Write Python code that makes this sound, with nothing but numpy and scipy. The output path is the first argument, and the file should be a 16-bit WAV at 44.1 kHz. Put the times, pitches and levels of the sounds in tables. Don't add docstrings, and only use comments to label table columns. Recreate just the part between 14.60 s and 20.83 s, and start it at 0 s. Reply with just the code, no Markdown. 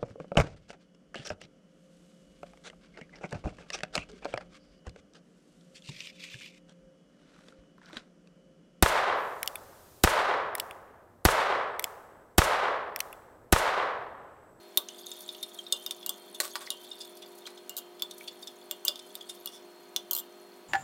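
import sys
import numpy as np
from scipy import signal
from scipy.fft import rfft, irfft, next_fast_len
from scipy.io import wavfile

SR = 44100
rng = np.random.default_rng(int(sys.argv[2]) if len(sys.argv) > 2 else 0)


def digitize_waveform(pressure):
    field = np.atleast_2d(pressure).T
    bounded = np.clip(field, -1, 1)
    quanta = np.round(bounded * 32767).astype(np.int16)
    wavfile.write(sys.argv[1], SR, quanta)


N = 274743
TIME = np.arange(N) / SR
AGE = np.arange(SR // 2) / SR

# (time [s], strength [dB], bowl pitch [Hz], crack centre [Hz],
# share into the glass [0-1], stem level above the strength [dB])
CLINK_EVENTS = [(0.1738, -21, 3700, 9500, 0.08, -0.5), (1.1244, -19.5, 3575, 8500, .42, -17),
                (1.2629, -31, 3660, 5230, 0.43, -8.5), (1.3096, -32, 3560, 9380, 0.06, -12),
                (1.4623, -32, 3810, 8250, 0.74, -2), (1.493, -27, 3465, 9200, 0.5, -5),
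                (2.1039, -25, 3740, 10600, 0.54, -16), (3.0947, -35, 3650, 7710, .9, -5),
                (3.4215, -26.5, 3480, 4860, 0.03, -11.5), (4.1116, -29.5, 3400, 7970, 0.43, -6),
                (4.2509, -29.5, 3400, 7960, 1, 0.5), (4.2814, -20, 3486, 4760, 0.29, -11.5),
                (4.5532, -40, 3590, 9200, 0.2, -2.5), (4.8584, -34.5, 3500, 4480, 0.88, -2),
                (5.3624, -24, 3470, 6260, 0.21, -13.5)]
# (time [s], strength [dB], first gap [s],
# share into the glass [0-1], stem level above the strength [dB])
DROP_EVENTS = [(3.1674, -36, .0085, 0.62, -1), (5.5104, -31, .0222, 0.52, 4)]
# (multiple of its pitch [1], level [dB], t60 [s])
BOWL_MODES = [(.905, -58, 0.0078), (.95, -13, 0.019), (1, 4.5, 0.023), (1.03, -8, 0.029),
              (1.065, -20, 0.015), (1.115, -13.5, 0.02), (1.28, -18, 0.025), (1.46, -12, 0.025),
              (1.55, -35.5, 0.0082)]
# (frequency [Hz], level [dB], t60 [s])
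STEM_MODES = [(7560, -5.5, 0.042), (10810, -13.5, 0.082), (12000, 4.5, 0.014), (12960, -26, 0.004),
              (12400, -9, 0.0083), (13590, 15.5, 0.012), (15900, -7, 0.03), (15550, -17, 0.0091),
              (15900, -10, 0.0094)]
# (frequency [Hz], level [dB], t60 [s], share of the slosh [0-1])
PAN_MODES = [(2970, -8, 0.034, 0.8), (2860, 4, 0.15, 0.65), (3140, -6.5, 0.64, 1), (3400, 4, 0.026, 0.2),
             (4040, -5, 0.03, 0.3), (5100, -5, 0.05, 0.8), (4600, -4, 0.076, .5), (6450, 0, 0.039, 0.1),
             (7570, 3, 0.029, 0), (9200, -21, 0.072, 0.7), (9200, 2, 0.051, 0.4)]
# (multiple of the crack centre [1], level [dB], t60 [s])
CONTACT_MODES = [(.93, 12, 0.019), (1, -1, 0.023), (1.04, 10, 0.023), (1.12, -23, 0.0083)]
# (frequency [Hz], density [dB per Hz])
CRACK_SPECTRUM = [(1500, 13.5), (2400, -47), (3000, 7.5), (5000, 8.5), (7000, 11), (9300, 9.5), (11000, 2),
                  (13500, -5.5), (16000, -17)]
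# (frequency [Hz], density [dB per Hz])
GRATE_SPECTRUM = [(120, -55), (250, 5), (450, 8), (800, 4.5), (1300, 8.5), (1800, -13.5), (3000, -35),
                  (6000, -8)]
# (time [s], length scale [s], bowl pitch [Hz], level [dB], rasp above that [dB])
HARD_SKIDS = [(.288, .001, 3090, -42.5, -9), (0.466, 0.0011, 3680, -43, -1), (.515, 0.0017, 3640, -40, -3),
              (0.689, 0.0025, 3610, -36, -14), (.746, 0.0021, 3510, -44, -26),
              (.826, 0.0047, 3680, -34.5, -3.5), (0.986, 0.004, 3216, -36.5, -11.5),
              (1.065, 0.001, 3660, -42.5, -26), (1.157, 0.0051, 3600, -41.5, -18),
              (1.428, .0017, 3430, -43, -22), (1.744, 0.0055, 3540, -42.5, -4),
              (2.063, 0.0056, 3400, -53, 9), (2.312, 0.0014, 3610, -39.5, -28),
              (2.401, 0.014, 3530, -40, 0), (2.618, 0.0079, 3450, -44.5, -8.5),
              (2.852, .005, 3200, -45.5, -15), (2.863, 0.0038, 3960, -42, -5.5),
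              (2.972, 0.0068, 3400, -50, -6), (3.394, 0.0041, 3480, -49, -3),
              (3.509, 0.0037, 3660, -44, -0.5), (3.674, 0.007, 3447, -37, -4.5),
              (3.824, .0037, 3610, -46.5, -1), (3.87, 0.0054, 3440, -41, -1.5),
              (4.264, 0.011, 3570, -37, -4), (4.356, 0.0019, 3490, -43, -3.5),
              (4.39, 0.0043, 3550, -45, -3.5), (4.606, 0.005, 3360, -41.5, -13),
              (4.689, 0.0092, 3590, -39.5, 1.5), (4.872, 0.0029, 3390, -39, -4),
              (4.904, 0.046, 3450, -45.5, -1)]
# (multiple of its centre [1], density [dB per Hz])
RASP_SPECTRUM = [(.25, -11), (.5, -27.5), (.82, -22), (1, 1), (1.2, -11), (1.9, -10.5), (3.001, -24)]
# (time [s], level [dB])
STIR_EFFORT = [(0.0, -60), (0.23, -59), (0.34, -53.5), (0.69, -53.5), (1.13, -56.5), (1.3, -54.5),
               (1.43, -57), (1.76, -57), (1.92, -53), (2.4, -55), (2.79, -59.5), (3.19, -61.5),
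               (3.48, -60.5), (3.57, -56.5), (4.04, -60.5), (4.81, -56.5), (5.03, -63), (5.9, -62.5)]
# (frequency [Hz], density [dB per Hz])
FRICTION_SPECTRUM = [(2000, -49), (3000, -28), (3700, -7.5), (4400, 8.5), (5100, 1), (6300, 6), (8000, 3),
                     (9600, 11), (11200, 5.5), (13500, 9), (16000, 3)]
# (time [s], frequency [Hz], level [dB], t60 [s])
POP_EVENTS = [(.287, 6260, -42, 0.0047), (2.074, 2040, -43.5, 0.016), (3.61, 2320, -47, .022)]
# (time [s], level [dB], treble tilt [dB per octave], low edge [Hz], slide delay [s])
TIN_AND_SCRAPE_EVENTS = [(1.8017, -24.5, 2.1, 337, .028), (1.9556, -33, -1, 780, .044),
                         (2.872, -45, -4, 1660, 0.015)]
# (frequency [Hz], density [dB per Hz])
TIN_AND_SCRAPE_SPECTRUM = [(120, -27), (300, 4.5), (700, 1.5), (1300, 3.5), (2000, -1.5), (2800, -5),
                           (4200, -1), (6500, -5), (8000, -1.5), (11000, -8), (14500, -8), (16000, -13)]
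# (time [s], shell level [dB], cavity level [dB])
CLACK_EVENTS = [(6.134, -25.5, -49), (6.144, -44, -25.5), (6.1524, -33, -39)]
# (frequency [Hz], level [dB], t60 [s])
SHELL_MODES = [(337, -17.5, 0.081), (1405, -18.5, 0.13), (1685, -10, 0.031), (1680, -3, 0.046),
               (1713, -7.5, 0.092), (1840, -27, 0.047), (1980, -12, 0.056), (2350, -6.5, 0.025),
               (2700, -8, 0.03), (3290, -9, 0.01)]
# (frequency [Hz], level [dB], t60 [s])
CAVITY_MODES = [(784.6, 2, 0.064), (847, -7, 0.03), (760, -19, 0.091)]
# (frequency [Hz], density [dB per Hz])
THOCK_SPECTRUM = [(250, -43), (700, -3), (1700, 4.5), (2600, -8), (3600, -12.5), (5000, -14.5), (9000, -24),
                  (16000, -33)]
# (frequency [Hz], density [dB per Hz])
ROOM_SPECTRUM = [(150, -15), (500, 17), (1300, 8.5), (3500, 7.5), (8000, 4), (16000, 0)]
# (frequency [Hz], rms level [dB])
HUM_TONES = [(202, -72), (254, -72), (354.5, -57.5), (403.3, -61.5), (486, -71), (509, -75.5),
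             (617.5, -63.5), (708.5, -66.5), (961, -70), (1255, -73.5), (1523, -78)]
# (frequency [Hz], density [dB per Hz])
FLAME_SPECTRUM = [(30, -21), (80, -28.5), (125, -15), (185, 2.5), (330, 5), (560, 1), (800, 4),
                  (1300, -1.5), (1700, -4), (3400, -7), (5500, -13.5), (10000, -15.5), (16000, -15)]
# (frequency [Hz], density [dB per Hz])
CLOSING_SPECTRUM = [(25, -15), (90, 5.5), (200, 2.5), (400, -6.5), (900, -1.5), (1600, -11.5), (3000, -15),
                    (6300, -22), (7200, 0), (8100, -22), (12000, -27), (16000, -28)]

SLOSH_SHIFT, SLOSH_HZ = .009, 4.1
GRIP_SHIFT = 0.0053
BOUNCE_KEEPS, BOUNCE_LOSS_DB, REST_GAP_S = .805, 1.98, .0055
DROP_BOWL_HZ, DROP_CRACK_HZ, TUMBLE_SHIFT = 3644, 6780, 0.096
BOWL_HZ, DIP_SHIFT = 3473, 0.04
RASP_HZ, RASP_SPREAD_OCT = 5030, 0.21
LIGHT_DB, LIGHT_SPREAD_DB, LIGHT_S = -47, 3, 0.0018
LIGHT_RASP_DB, LIGHT_RASP_RISE_OCT = -7, 1.26
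EFFORT_CONTRAST, GRIT_DB = 1.7, -57.5
WHINE_HZ, WHINE_DB, FLAME_DB = 4270, -68, -57.5
HUM_END_S = 6.082
CUTOFF_HZ = 15850


def clinks():
    out = np.zeros(N)
    for s, db, bowl_hz, crack_hz, share, stem_db in CLINK_EVENTS:
        add(out, s, strike(db, bowl_hz, crack_hz, share, stem_db))
    return out


def drops(max_touches=8, buzz_db=-6.0, buzz_t60=0.044):
    out = np.zeros(N)
    for s, db, gap, share, stem_db in DROP_EVENTS:
        for k in range(max_touches):
            bowl, crack = 1 + TUMBLE_SHIFT * rng.standard_normal(2)
            touch_db = db - BOUNCE_LOSS_DB * k
            touch = strike(touch_db, DROP_BOWL_HZ * bowl, DROP_CRACK_HZ * crack, share, stem_db)
            buzz = burst(buzz_t60)
            buzz /= np.linalg.norm(buzz)
            buzzing = signal.fftconvolve(touch, buzz)[:len(touch)]
            add(out, s, touch + from_db(buzz_db) * buzzing)
            if gap < REST_GAP_S:
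                break
            s += gap
            gap *= BOUNCE_KEEPS
    return out


def strike(db, bowl_hz, crack_hz, share, stem_db):
    share = np.clip(share, .01, .99)
    grip = rng.uniform(-1, 1)
    slosh = SLOSH_SHIFT * drift(SLOSH_HZ)[:len(AGE)]
    pan_pitch = 1 + np.array(PAN_MODES)[:, 3:] * slosh
    sound = (1 - share) * from_db(-1.0) * ring(BOWL_MODES, bowl_hz)
    sound += share * from_db(-9.0) * ring(PAN_MODES, pan_pitch)
    sound += from_db(-9.0) * blow(colour(burst(t60=0.012), CRACK_SPECTRUM))
    sound += from_db(-10.5) * ring(CONTACT_MODES, crack_hz)
    sound += from_db(stem_db - 0.5) * ring(STEM_MODES, 1 + GRIP_SHIFT * grip)
    sound += from_db(stem_db - 7.0) * blow(low_cut(burst(t60=0.01), hz=8150))
    thud = blow(colour(burst(t60=0.14), GRATE_SPECTRUM))
    return from_db(db) * (low_cut(sound, hz=2230) + from_db(-18.0 + 0.32 * stem_db) * thud)


def skids(light_count=22):
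    out, drive = np.zeros(N), effort()
    for s, length_s, bowl_hz, db, rasp_db in HARD_SKIDS:
        rasp_hz = RASP_HZ * 2 ** (RASP_SPREAD_OCT * rng.standard_normal())
        add(out, s, from_db(db) * skid(length_s, bowl_hz, rasp_hz, rasp_db))
    travel = np.cumsum(drive) / drive.sum()
    for k in range(light_count):
        place, point = rng.random(2)
        size, dip = rng.standard_normal(2)
        i = np.searchsorted(travel, (k + place) / light_count)
        bowl_hz = BOWL_HZ * (1 + DIP_SHIFT * dip)
        rasp_hz = RASP_HZ * 2 ** (LIGHT_RASP_RISE_OCT * point)
        level = drive[i] * from_db(LIGHT_DB + LIGHT_SPREAD_DB * size)
        add(out, i / SR, level * skid(LIGHT_S, bowl_hz, rasp_hz, LIGHT_RASP_DB))
    return low_cut(out, hz=2600)


def skid(length_s, bowl_hz, rasp_hz, rasp_db, glass_db=-17.5, drag_db=-23.0, drag_s=0.047):
    age = AGE[:SR // 8]
    phase = age / max(length_s, 1e-3)
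    swell = phase ** 2 * np.exp(-2.6 * phase)
    envelope = swell / swell.max() + from_db(drag_db) * np.exp(-age / drag_s)
    push = rng.standard_normal(len(age)) ** 3 * envelope
    resonance = ring(BOWL_MODES, bowl_hz) + from_db(glass_db) * ring(PAN_MODES)
    body = signal.fftconvolve(resonance, push)
    rough = signal.fftconvolve(burst(t60=0.00097), push)
    rasp = colour(rough, np.array(RASP_SPECTRUM) * [rasp_hz, 1])
    return blow(body) + from_db(rasp_db - 1.0) * blow(rasp)


def grit():
    tick_db, friction_db, rub_db = -4.0, -4.0, 1.0
    ticks, age = np.zeros(N), AGE[:SR // 100]
    tick_count = int(560 * TIME[-1])
    for s, size, height in rng.random((tick_count, 3)) * [TIME[-1], 1, 1]:
        hz = 4000 * 3.54 ** height
        fade = from_db(-60 * age * hz / 72.0)
        excess = -np.log(size + .03)
        add(ticks, s, from_db(7.0 * excess) * np.sin(2 * np.pi * hz * age) * fade)
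    rub_turns = np.cumsum(BOWL_HZ + 110 * drift(70.0)) / SR
    rub = drift(180) * np.sin(2 * np.pi * rub_turns) * from_db(1.9 * np.minimum(drift(60), 2))
    friction = rng.standard_normal(N) * from_db(5.0 * (drift(60) + drift(33)))
    mixture = from_db(tick_db) * rms_one(ticks) + from_db(friction_db) * rms_one(friction)
    wet = colour(mixture, FRICTION_SPECTRUM)
    return from_db(GRIT_DB) * effort() * low_cut(wet + from_db(rub_db) * rms_one(rub), hz=2340)


def effort():
    s, db = np.transpose(STIR_EFFORT)
    return from_db(EFFORT_CONTRAST * np.interp(TIME, s, db - db.max()))


def pops():
    out = np.zeros(N)
    for s, hz, db, t60 in POP_EVENTS:
        add(out, s, from_db(db) * blow(np.sin(2 * np.pi * hz * AGE) * decay(t60)))
    return low_cut(out, hz=1200)


def tin_and_scrape(chatter_db=4.5, slide_swell_s=0.013):
    out = np.zeros(N)
    for s, db, tilt, edge_hz, slide_s in TIN_AND_SCRAPE_EVENTS:
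        slide = burst(t60=.15) * (1 - np.exp(-AGE / slide_swell_s))
        parts = [(0, 0.0, burst(t60=0.024)), (.004, -6.5, burst(t60=0.093)), (slide_s, -9.0, slide)]
        for delay, part_db, contact in parts:
            rough = contact * from_db(chatter_db * drift(480)[:len(AGE)])
            sound = blow(low_cut(colour(rough, TIN_AND_SCRAPE_SPECTRUM, tilt), edge_hz))
            add(out, s + delay, from_db(db + part_db) * sound)
    return out


def clack(thock_db=-0.5, swell_s=0.0058, rock_shift=0.038):
    out = np.zeros(N)
    for s, shell_db, cavity_db in CLACK_EVENTS:
        hollow = np.zeros(len(AGE))
        for hz, db, t60 in CAVITY_MODES:
            hollow += from_db(db) * np.sin(2 * np.pi * hz * (AGE + s)) * decay(t60)
        air = blow(hollow * (1 - np.exp(-AGE / swell_s)))
        rocking = rng.uniform(-1, 1)
        thock = blow(colour(burst(t60=0.031), THOCK_SPECTRUM))
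        knock = ring(SHELL_MODES, 1 + rock_shift * rocking) + from_db(thock_db) * thock
        add(out, s, from_db(shell_db) * knock + from_db(cavity_db) * air)
    return low_cut(out, hz=198)


def kitchen(x, near_db=-10.0, far_db=-19.5):
    near_onset = np.clip((AGE - .002) / 0.00023, 0, 1)
    far_onset = np.clip((AGE - .006) / 0.012, 0, 1)
    near = blow(colour(burst(t60=.05) * near_onset, ROOM_SPECTRUM))
    far = blow(colour(burst(t60=0.19) * far_onset, ROOM_SPECTRUM))
    echoes = (from_db(near_db) * near + from_db(far_db) * far) / np.sqrt(SR / 100)
    return x + signal.fftconvolve(x, echoes)[:N]


def background(closing_db=-49.0, waver_hz=1.617, flutter_db=1.5):
    steady = from_db(FLAME_DB) * rms_one(colour(rng.standard_normal(N), FLAME_SPECTRUM))
    for hz, db in HUM_TONES + [(WHINE_HZ, WHINE_DB)]:
        turns = np.cumsum(hz + waver_hz * drift(5.91)) / SR
        level = from_db(db + flutter_db * drift(4.2)) * np.sqrt(2)
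        steady += level * np.sin(2 * np.pi * turns)
    closing = from_db(closing_db) * rms_one(colour(rng.standard_normal(N), CLOSING_SPECTRUM))
    late = np.clip((TIME - HUM_END_S) / 0.004, 0, 1)
    return (1 - late) * steady + late * closing


def ring(modes, pitch=1):
    hz, db, t60 = np.transpose(modes)[:3, :, None]
    chance = rng.standard_normal((2, len(modes), 1))
    gain = from_db(db + 2.5 * chance[0]) * np.sign(chance[1])
    turns = np.cumsum(hz * pitch * np.ones(len(AGE)), axis=1) / SR
    return blow(np.sum(gain * np.sin(2 * np.pi * turns) * decay(t60), axis=0))


def burst(t60):
    return rng.standard_normal(len(AGE)) * decay(t60)


def decay(t60):
    return from_db(-60 * np.minimum(AGE / np.maximum(t60, 1e-3), 5))


def drift(rate_hz):
    r = np.exp(-80 * np.pi * rate_hz / SR)
    noise = rng.standard_normal(N // 40 + 2002)
    slow = rms_one(signal.lfilter([1], [1, -2 * r, r * r], noise)[2000:])
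    return np.interp(np.arange(N) / 40, np.arange(len(slow)), slow)


def colour(x, points, tilt_db=0):
    size = 2 * next_fast_len(len(x) // 2 + 2048)
    octave = np.log2(np.maximum(np.fft.rfftfreq(size, 1 / SR), 1))
    hz, db = np.transpose(points)
    tilt = tilt_db * np.maximum(octave, np.log2(hz[0]))
    cepstrum = irfft(np.log(from_db(np.interp(octave, np.log2(hz), db) + tilt)))
    cepstrum[1:size // 2] *= 2
    cepstrum[size // 2 + 1:] = 0
    return irfft(rfft(x, size) * np.exp(rfft(cepstrum)))[:len(x)]


def low_cut(x, hz):
    return signal.sosfilt(signal.butter(3, hz, "high", fs=SR, output="sos"), x)


def from_db(db):
    return 10 ** (np.asarray(db) / 20)


def rms_one(x):
    return x / np.sqrt(np.mean(x ** 2) + 1e-20)


def blow(x):
    return x / np.sqrt(np.sum(x ** 2) / (SR / 100) + 1e-20)


def add(out, s, x):
    i = max(int(s * SR), 0)
    out[i:i + len(x)] += x[:max(N - i, 0)]


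def scene():
    stove = clinks() + drops() + skids() + grit() + pops() + tin_and_scrape() + clack()
    return (kitchen(stove) + background())[None]


def record(dry):
    return signal.sosfilt(signal.ellip(10, .3, 80, CUTOFF_HZ, fs=SR, output="sos"), dry)


dry = scene()
out = record(dry)
digitize_waveform(out)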